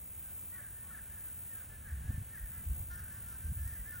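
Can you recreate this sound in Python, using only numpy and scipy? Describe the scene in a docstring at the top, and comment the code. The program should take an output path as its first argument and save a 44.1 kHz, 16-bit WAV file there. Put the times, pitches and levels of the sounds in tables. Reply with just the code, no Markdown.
"""Young alligators honk softly from a den in a dry mud bank: short arched calls and falling yelps,
each a run of harmonics through a narrow throat resonance, overlap and ring in the hollow.
Two insects buzz high in the grass close by, pulsing with their wing strokes, over a distant chorus
and a light wind. The microphone is on a hand-held camera that rumbles and is bumped now and then;
dry soil scuffs faintly near it."""
import sys
import numpy as np
from scipy import signal
from scipy.fft import rfft, irfft, next_fast_len
from scipy.io import wavfile
from scipy.ndimage import uniform_filter1d, map_coordinates

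SR = 44100
rng = np.random.default_rng(int(sys.argv[2]) if len(sys.argv) > 2 else 0)


def transcribe(signal):
    """Save signal, clipped to [-1, 1], as a 16-bit WAV file at the path in sys.argv[1]."""
    frames = np.atleast_2d(signal).T
    limited = np.clip(frames, -1, 1)
    pcm = np.round(limited * 32767).astype(np.int16)
    wavfile.write(sys.argv[1], SR, pcm)


N = 176400

# light wind, common to both channels (mid) and opposed between them (side): (frequency [Hz], level [dB])
WIND_MID_COLOUR = [(30, -12.5), (200, 6.5), (400, 0), (600, 0), (1200, -3), (2400, -3), (3000, -4.5),
                   (4000, -10), (5000, -16.5), (7000, -4), (12000, -29.5)]
WIND_SIDE_COLOUR = [(30, -10), (70, -10), (150, 8.5), (300, 8.5), (600, 11.5), (1000, 7.5), (1600, 7),
                    (2200, -53), (4000, -41), (9000, -25)]
# scuffs near the microphone: (time [s], length [s], level [dB])
SOIL_SCUFFS = [(0.613, 0.0081, -61), (1.04, 0.0071, -77), (2.109, 0.015, -60), (2.803, 0.092, -62),
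               (3.492, .012, -70)]
# dry soil: (frequency [Hz], level [dB])
SOIL_COLOUR = [(150, -9), (400, -3.5), (750, -1.5), (1200, -19), (3000, -66), (9000, -25)]
# bumps on the camera: (time [s], level [dB], pitch [Hz], half length [cycles], rub re bump [dB])
CAMERA_BUMPS = [(1.932, -34, 74.5, 1.3, -32), (1.992, -39.5, 66, 2.2, -28), (2.045, -41, 115, 0.37, -28),
                (2.099, -27, 75.5, 0.61, -23), (2.106, -36, 188, .7, -23), (2.146, -30, 73, .7, -20),
                (2.179, -38.5, 184, 0.68, -31), (2.186, -31.5, 84, 0.54, -24), (2.217, -38, 104, 1, -10),
                (2.439, -35.5, 50.7, 0.96, -28), (2.675, -34.5, 67.4, 1.2, -34),
                (2.716, -27.5, 59.8, 1.16, -28.5), (2.806, -34, 57.3, 0.68, -30),
                (3.46, -32.5, 69.6, 0.74, -28), (3.501, -31.5, 67.5, 1.33, -27),
                (3.523, -35.5, 144, 0.91, -26), (3.574, -34, 81, 0.52, -29), (3.62, -34, 73, 1.4, -42),
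                (3.664, -33.5, 74, 0.66, -27), (3.815, -36, 50, 0.83, -36)]
# handling rumble and the rub of the grip: (frequency [Hz], level [dB])
RUMBLE_COLOUR = [(15, -16), (28, -11), (45, -2), (62, 3), (100, -1.5), (160, -10.5), (240, -17.5),
                 (330, -34.5), (600, -53), (2000, -74)]
GRIP_COLOUR = [(70, -33), (130, 21), (220, 3), (300, -8), (450, -24), (900, -44)]
# rumble as the camera moves: (time [s], level [dB])
RUMBLE_SWELL = [(0, -55), (.5, -56), (1.75, -54), (1.95, -47.5), (2.1, -42.5), (2.22, -47), (2.28, -54),
                (2.55, -51.5), (2.72, -44), (2.88, -48.5), (3.38, -52.5), (3.5, -46), (3.68, -49), (4, -54)]
# the two near insects and the distant chorus: (time [s], level [dB])
SLOW_BUZZ_LEVEL = [(0, -53), (.4, -49.5), (.7, -48.5), (1.1, -49.5), (1.58, -47.5), (1.7, -61), (2.1, -51),
                   (2.65, -53.5), (2.87, -48.5), (3.3, -47.5), (3.6, -48), (4, -55)]
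FAST_BUZZ_LEVEL = [(0, -47.5), (.55, -47), (.63, -62), (1.08, -64), (1.24, -45.5), (1.63, -47.5),
                   (1.68, -56), (2.25, -74), (2.36, -47), (2.82, -45), (2.95, -55), (3.42, -58),
                   (3.55, -47.5), (4, -47)]
FAR_CHORUS_LEVEL = [(0, -51.5), (.4, -48.5), (1.55, -49), (1.75, -50), (2.3, -50), (2.8, -50.5),
                    (3.7, -47.5), (4, -51)]
# the same three insect sounds: (frequency [Hz], level [dB])
SLOW_BUZZ_COLOUR = [(4000, -53), (7000, -27), (9500, -8.5), (11300, -8.5), (12500, 0.5), (13700, 1),
                    (14500, -7.5), (15900, -8.5)]
FAST_BUZZ_COLOUR = [(4000, -54), (8000, -19.5), (10500, -13), (11500, -8), (12500, -12), (13700, -2.5),
                    (15200, -2.5), (15900, -7)]
FAR_CHORUS_COLOUR = [(2000, -37), (5000, -21), (6500, -20.5), (8000, -2.5), (9700, 2), (11300, 5.5),
                     (12800, 1), (15200, 7), (15900, 6)]
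# insects at the microphone: (frequency [Hz], phase of left ahead of right [rad])
INSECT_PHASE = [(0, 0), (6500, .3), (8000, 1.15), (9500, 1.8), (11000, 2.35), (12000, 3.03), (13400, 3.24),
                (14200, 3.72), (15800, 4.35)]
# hissy edge of the calls and their diffuse wash in the den: (frequency [Hz], level [dB])
EDGE_COLOUR = [(2000, -10), (3000, 4), (4300, 6), (5700, 11.5), (6500, 10.5), (8000, -31)]
WASH_COLOUR = [(900, -39), (1250, -17), (1430, 6), (1750, 7), (1950, -2.5), (2250, -46), (3000, -32)]
# strength of the hissy edge: (time [s], level re calls [dB])
EDGE_BALANCE = [(0, -35), (2.3, -18.5), (2.9, -15), (3.3, -11.5), (3.7, -11.5), (3.9, -18)]
# alligator calls: (time [s], length [s], time to crest [s], crest pitch [Hz], fall [share of pitch],
# throat resonance [Hz], level [dB], lag of right behind left [ms])
CALLS = [ (.205, .125, 0.037, 322, 0.178, 1520, -69.5, .044),
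         (0.214, 0.1, 0.029, 437, 0.154, 1670, -77.5, 0.028), (.51, .115, .04, 486, .23, 1790, -61.5, .021),
         (.51, 0.12, 0.064, 375, 0.038, 1380, -62.5, 0.13), (.592, .09, .02, 450, .19, 1690, -62, .029),
         (0.717, 0.14, .075, 364, .05, 1740, -68.5, 0.015), (.815, 0.08, .051, 371, .033, 1260, -70, 0.096),
         (.88, .135, .039, 466, .39, 1690, -58.5, .021), (.882, .052, .008, 375, .19, 1380, -63, .14),
         (.912, 0.052, 0.028, 368, 0.049, 1450, -70, .12),
         (1.079, 0.13, 0.062, 353.4, .11, 1740, -64, 0.027),
         (1.1, 0.12, 0.032, 371, 0.034, 1820, -73, .025),
         (1.205, .12, 0.026, 338, 0.22, 1540, -66.5, 0.049),
         (1.327, 0.077, .04, 360, .037, 1610, -71.5, 0.041),
         (1.445, 0.16, 0.043, 472, 0.18, 1770, -65.5, 0.016),
         (1.537, 0.12, 0.025, 328, 0.15, 1520, -64, 0.091),
         (1.553, 0.082, 0.026, 460, .13, 1780, -75, 0.023),
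         (1.683, .105, 0.05, 350, 0.031, 1730, -64, 0.017),
         (1.814, 0.093, 0.025, 433, 0.18, 1630, -61.5, 0.028),
         (1.864, 0.07, 0.012, 468, 0.24, 1700, -61.5, 0.02),
         (1.88, 0.072, .021, 379, 0.066, 1510, -65, 0.12),
         (1.897, 0.058, 0.013, 463, 0.15, 1760, -68, 0.023),
         (1.937, 0.043, 0.016, 458, 0.29, 1710, -64, 0.023),
         (1.988, .135, .08, 337, .07, 1670, -64.5, 0.023), (2.06, 0.136, .075, 359, 0.04, 1760, -65, 0.014),
         (2.292, 0.11, .038, 463.5, 0.27, 1735, -59.5, 0.013),
         (2.346, 0.1, 0.013, 492, .18, 1780, -64, 0.016), (2.405, 0.087, .022, 470, .13, 1820, -67, 0.019),
         (2.508, 0.11, .055, 339, 0.043, 1530, -62.5, .067),
         (2.494, 0.15, 0.067, 405, 0.045, 1940, -71.5, 0.019),
         (2.692, 0.094, 0.029, 315, .12, 1530, -71, 0.049),
         (2.891, 0.066, 0.039, 354, 0.024, 1400, -55.5, 0.23),
         (2.971, 0.047, 0.029, 359, .04, 1390, -61, 0.24),
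         (2.89, .087, 0.056, 361, 0.089, 1770, -62, 0.027),
         (2.964, 0.06, 0.0145, 450, .17, 1670, -62.5, 0.022),
         (2.953, 0.099, .055, 321, 0.042, 1500, -61, .043),
         (3.04, 0.095, 0.063, 309.6, 0.0074, 1450, -67, 0.093),
         (3.09, 0.12, 0.07, 356, 0.026, 1730, -61.5, 0.025),
         (3.11, 0.11, 0.069, 388, 0.045, 1395, -64, 0.13),
         (3.234, .12, 0.057, 352.5, 0.095, 1360, -62.5, 0.2),
         (3.255, .09, .045, 352, 0.044, 1720, -69.5, .025), (3.318, 0.052, .03, 316, .03, 1560, -62, 0.049),
         (3.393, 0.053, 0.0081, 442, 0.13, 1700, -69, 0.027),
         (3.407, 0.1, .056, 317.5, .023, 1620, -65.5, 0.034),
         (3.56, 0.11, 0.047, 350, 0.059, 1620, -62.5, 0.036),
         (3.646, 0.084, 0.034, 470, 0.17, 1710, -58, 0.03),
         (3.708, 0.08, 0.019, 465, 0.2, 1760, -62, 0.017),
         (3.709, .12, 0.047, 402, 0.086, 1850, -67.5, 0.018),
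         (3.837, 0.12, .072, 356, 0.051, 1740, -58.5, 0.032),
         (3.912, 0.11, 0.038, 367, 0.15, 1430, -59.5, 0.16)]

OPPOSED = np.array([[1], [-1]])  # left, right


def amp(db):
    """Decibels to gain."""
    return 10 ** (np.asarray(db) / 20)


def unit(x):
    """x at rms 1."""
    return x / np.sqrt(np.mean(x ** 2) + 1e-20)


def curve(rows):
    """(time [s], value) points as one value per sample."""
    return np.interp(np.arange(N) / SR, *np.transpose(rows))


def wobble(rate, size=N):
    """A smooth random curve, rate knots a second."""
    return map_coordinates(rng.standard_normal(4000), [np.arange(size) * rate / SR + 3], mode='wrap')


def filtered(x, response):
    """x through a response given as a function of frequency."""
    size = next_fast_len(N + 8192)
    return irfft(rfft(x, size) * response(np.fft.rfftfreq(size, 1 / SR)), size)[..., :N]


def noise(colour):
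    """Noise of rms 1, shaped by (frequency [Hz], level [dB]) points."""
    points_hz, db = np.transpose(colour)
    white = rng.standard_normal(N)
    return unit(filtered(white, lambda hz: amp(np.interp(np.log(hz + 1), np.log(points_hz), db))))


def add(track, s, sound):
    """Mix a sound into a track at s seconds."""
    part = track[..., round(s * SR):][..., :sound.shape[-1]]
    part += sound[..., :part.shape[-1]]


def wind(mid_db=-63.5, side_db=-68.5):
    """Light, nearly steady wind over the bank, wide in the low middle and centred above."""
    gust = amp(.92 * wobble(4.24))
    mid = amp(mid_db) * noise(WIND_MID_COLOUR)
    side = amp(side_db) * noise(WIND_SIDE_COLOUR)
    return gust * (mid + OPPOSED * side)


def scuffs():
    """Faint puffs of dry soil near the microphone."""
    t = np.arange(N) / SR
    swell = sum(amp(db) * np.exp(-(2 * (t - s) / length) ** 2) for s, length, db in SOIL_SCUFFS)
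    return swell * np.array([noise(SOIL_COLOUR), noise(SOIL_COLOUR)])


def handling(side_db=-25.5):
    """Handling noise on the microphone: a rumble that swells as the camera moves, and dull bumps."""
    t = np.arange(N) / SR
    swell = amp(curve(RUMBLE_SWELL))
    mid = swell * noise(RUMBLE_COLOUR)
    rub = noise(GRIP_COLOUR)
    for s, db, hz, half_length, rub_db in CAMERA_BUMPS:
        cycles = (t - s) * hz
        envelope = amp(db) * np.exp(-(cycles / half_length) ** 2)
        mid += envelope * (np.cos(2 * np.pi * cycles) + amp(rub_db) * rub)
    side = swell * amp(side_db) * noise(RUMBLE_COLOUR)
    return mid + OPPOSED * side


def buzz(level, colour, stroke_hz, drift=.016, swing_db=4, scatter_db=1.1, waver_db=1):
    """One insect close by in the grass: high noise that swells at every wing stroke."""
    strokes = np.cumsum(stroke_hz * (1 + drift * wobble(5.6))) / SR
    pulse_db = swing_db * np.cos(2 * np.pi * strokes) + scatter_db * wobble(46) + waver_db * wobble(9.9)
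    return amp(curve(level)) * unit(amp(pulse_db)) * noise(colour)


def insects():
    """Two near insects over a distant chorus; their treble is out of phase between the channels."""
    slow = buzz(SLOW_BUZZ_LEVEL, SLOW_BUZZ_COLOUR, stroke_hz=48.1)
    fast = buzz(FAST_BUZZ_LEVEL, FAST_BUZZ_COLOUR, stroke_hz=65.6)
    chorus = amp(curve(FAR_CHORUS_LEVEL)) * noise(FAR_CHORUS_COLOUR)
    points_hz, phase = np.transpose(INSECT_PHASE)
    return filtered(slow + fast + chorus, lambda hz: np.exp(.5j * OPPOSED * np.interp(hz, points_hz, phase)))


def den(call, echo_db, t60_s=.45):
    """A call plus the short echo of the earth hollow, partly shared by the two channels."""
    t = np.arange(SR // 2) / SR
    tail = rng.standard_normal((2, len(t))) * amp(-60 * t / t60_s)
    tail = tail + .5 * tail[::-1]
    response = amp(echo_db) * tail / np.linalg.norm(tail[0])
    response[:, 0] = 1  # direct path to the microphone
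    return signal.fftconvolve(call, response, axes=1)


def den_wash(call_power, wash_db=-7.5, decay_s=.1):
    """A diffuse band of noise that lingers in the den after the calls."""
    pole = np.exp(-1 / (decay_s * SR))
    lingering = np.sqrt(signal.lfilter([1 - pole], [1, -pole], call_power))
    centre = noise(WASH_COLOUR)
    spread = .22 * np.array([noise(WASH_COLOUR), noise(WASH_COLOUR)])
    return amp(wash_db) * lingering * unit(centre + spread)


def honk(length, crest, pitch_hz, fall, throat_hz, lag_ms):
    """One call: harmonics of an arched, slightly rough pitch through a narrow throat resonance."""
    jitter, rasp_db, shimmer_db = .0085, -14, 2
    attack_share, release_share = .4, .28
    throat_width_hz = .82 * pitch_hz
    t = np.arange(int(length * SR)) / SR
    # the pitch climbs on a parabola, steeper in yelps that fall far, then drops ever faster
    scoop = (14 + 210 * fall) * np.minimum(t - crest, 0) ** 2
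    past_crest = np.maximum(t - crest, 0) / max(length - crest, .005)
    hz = pitch_hz * (1 - scoop - fall * past_crest ** 1.35)
    hz *= 1 + jitter * wobble(217.6, len(t))
    cycles = np.cumsum(hz) / SR + OPPOSED / 2 * hz * lag_ms / 1000
    voice = 0
    for harmonic in range(1, 10):
        resonance = 1 / (1 + (2 * (harmonic * hz - throat_hz) / throat_width_hz) ** 2)
        rasp = amp(rasp_db) * (wobble(399, len(t)) + 1j * wobble(409.4, len(t)))
        voice += resonance * np.real((1 + rasp) * np.exp(2j * np.pi * harmonic * cycles))
    attack = np.sin(np.pi / 2 * np.minimum(t / length / attack_share, 1))
    release = np.sin(np.pi / 2 * np.minimum((1 - t / length) / release_share, 1))
    shimmer = amp(shimmer_db * wobble(64, len(t)))
    return unit(voice) * attack * release * shimmer


def alligators(typical_db=-63, den_db=-4.5, drier_db_per_db=.7):
    """Each call comes from its own spot in the den; a hissy edge and a wash follow their loudness."""
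    calls = np.zeros((2, N))
    for s, length, crest, pitch_hz, fall, throat_hz, db, lag_ms in CALLS:
        # louder calls are nearer the mouth of the den, so drier
        echo_db = den_db - drier_db_per_db * max(db - typical_db, 0)
        call = honk(length, crest, pitch_hz, fall, throat_hz, lag_ms)
        add(calls, s, amp(db) * den(call, echo_db))
    power = np.abs(uniform_filter1d(calls[0] ** 2, size=600))
    wash = den_wash(power)
    edge = np.sqrt(power) * amp(curve(EDGE_BALANCE)) * noise(EDGE_COLOUR)
    return calls + edge + wash


def scene():
    """At the mud bank: calls from the den, insects and wind around it, handling and scuffs up close."""
    return alligators() + insects() + wind() + handling() + scuffs()


def record(dry, top_hz=15850):
    """The camera's microphone channels keep nothing above their band limit."""
    return filtered(dry, lambda hz: hz < top_hz)


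dry = scene()
out = record(dry)
transcribe(out)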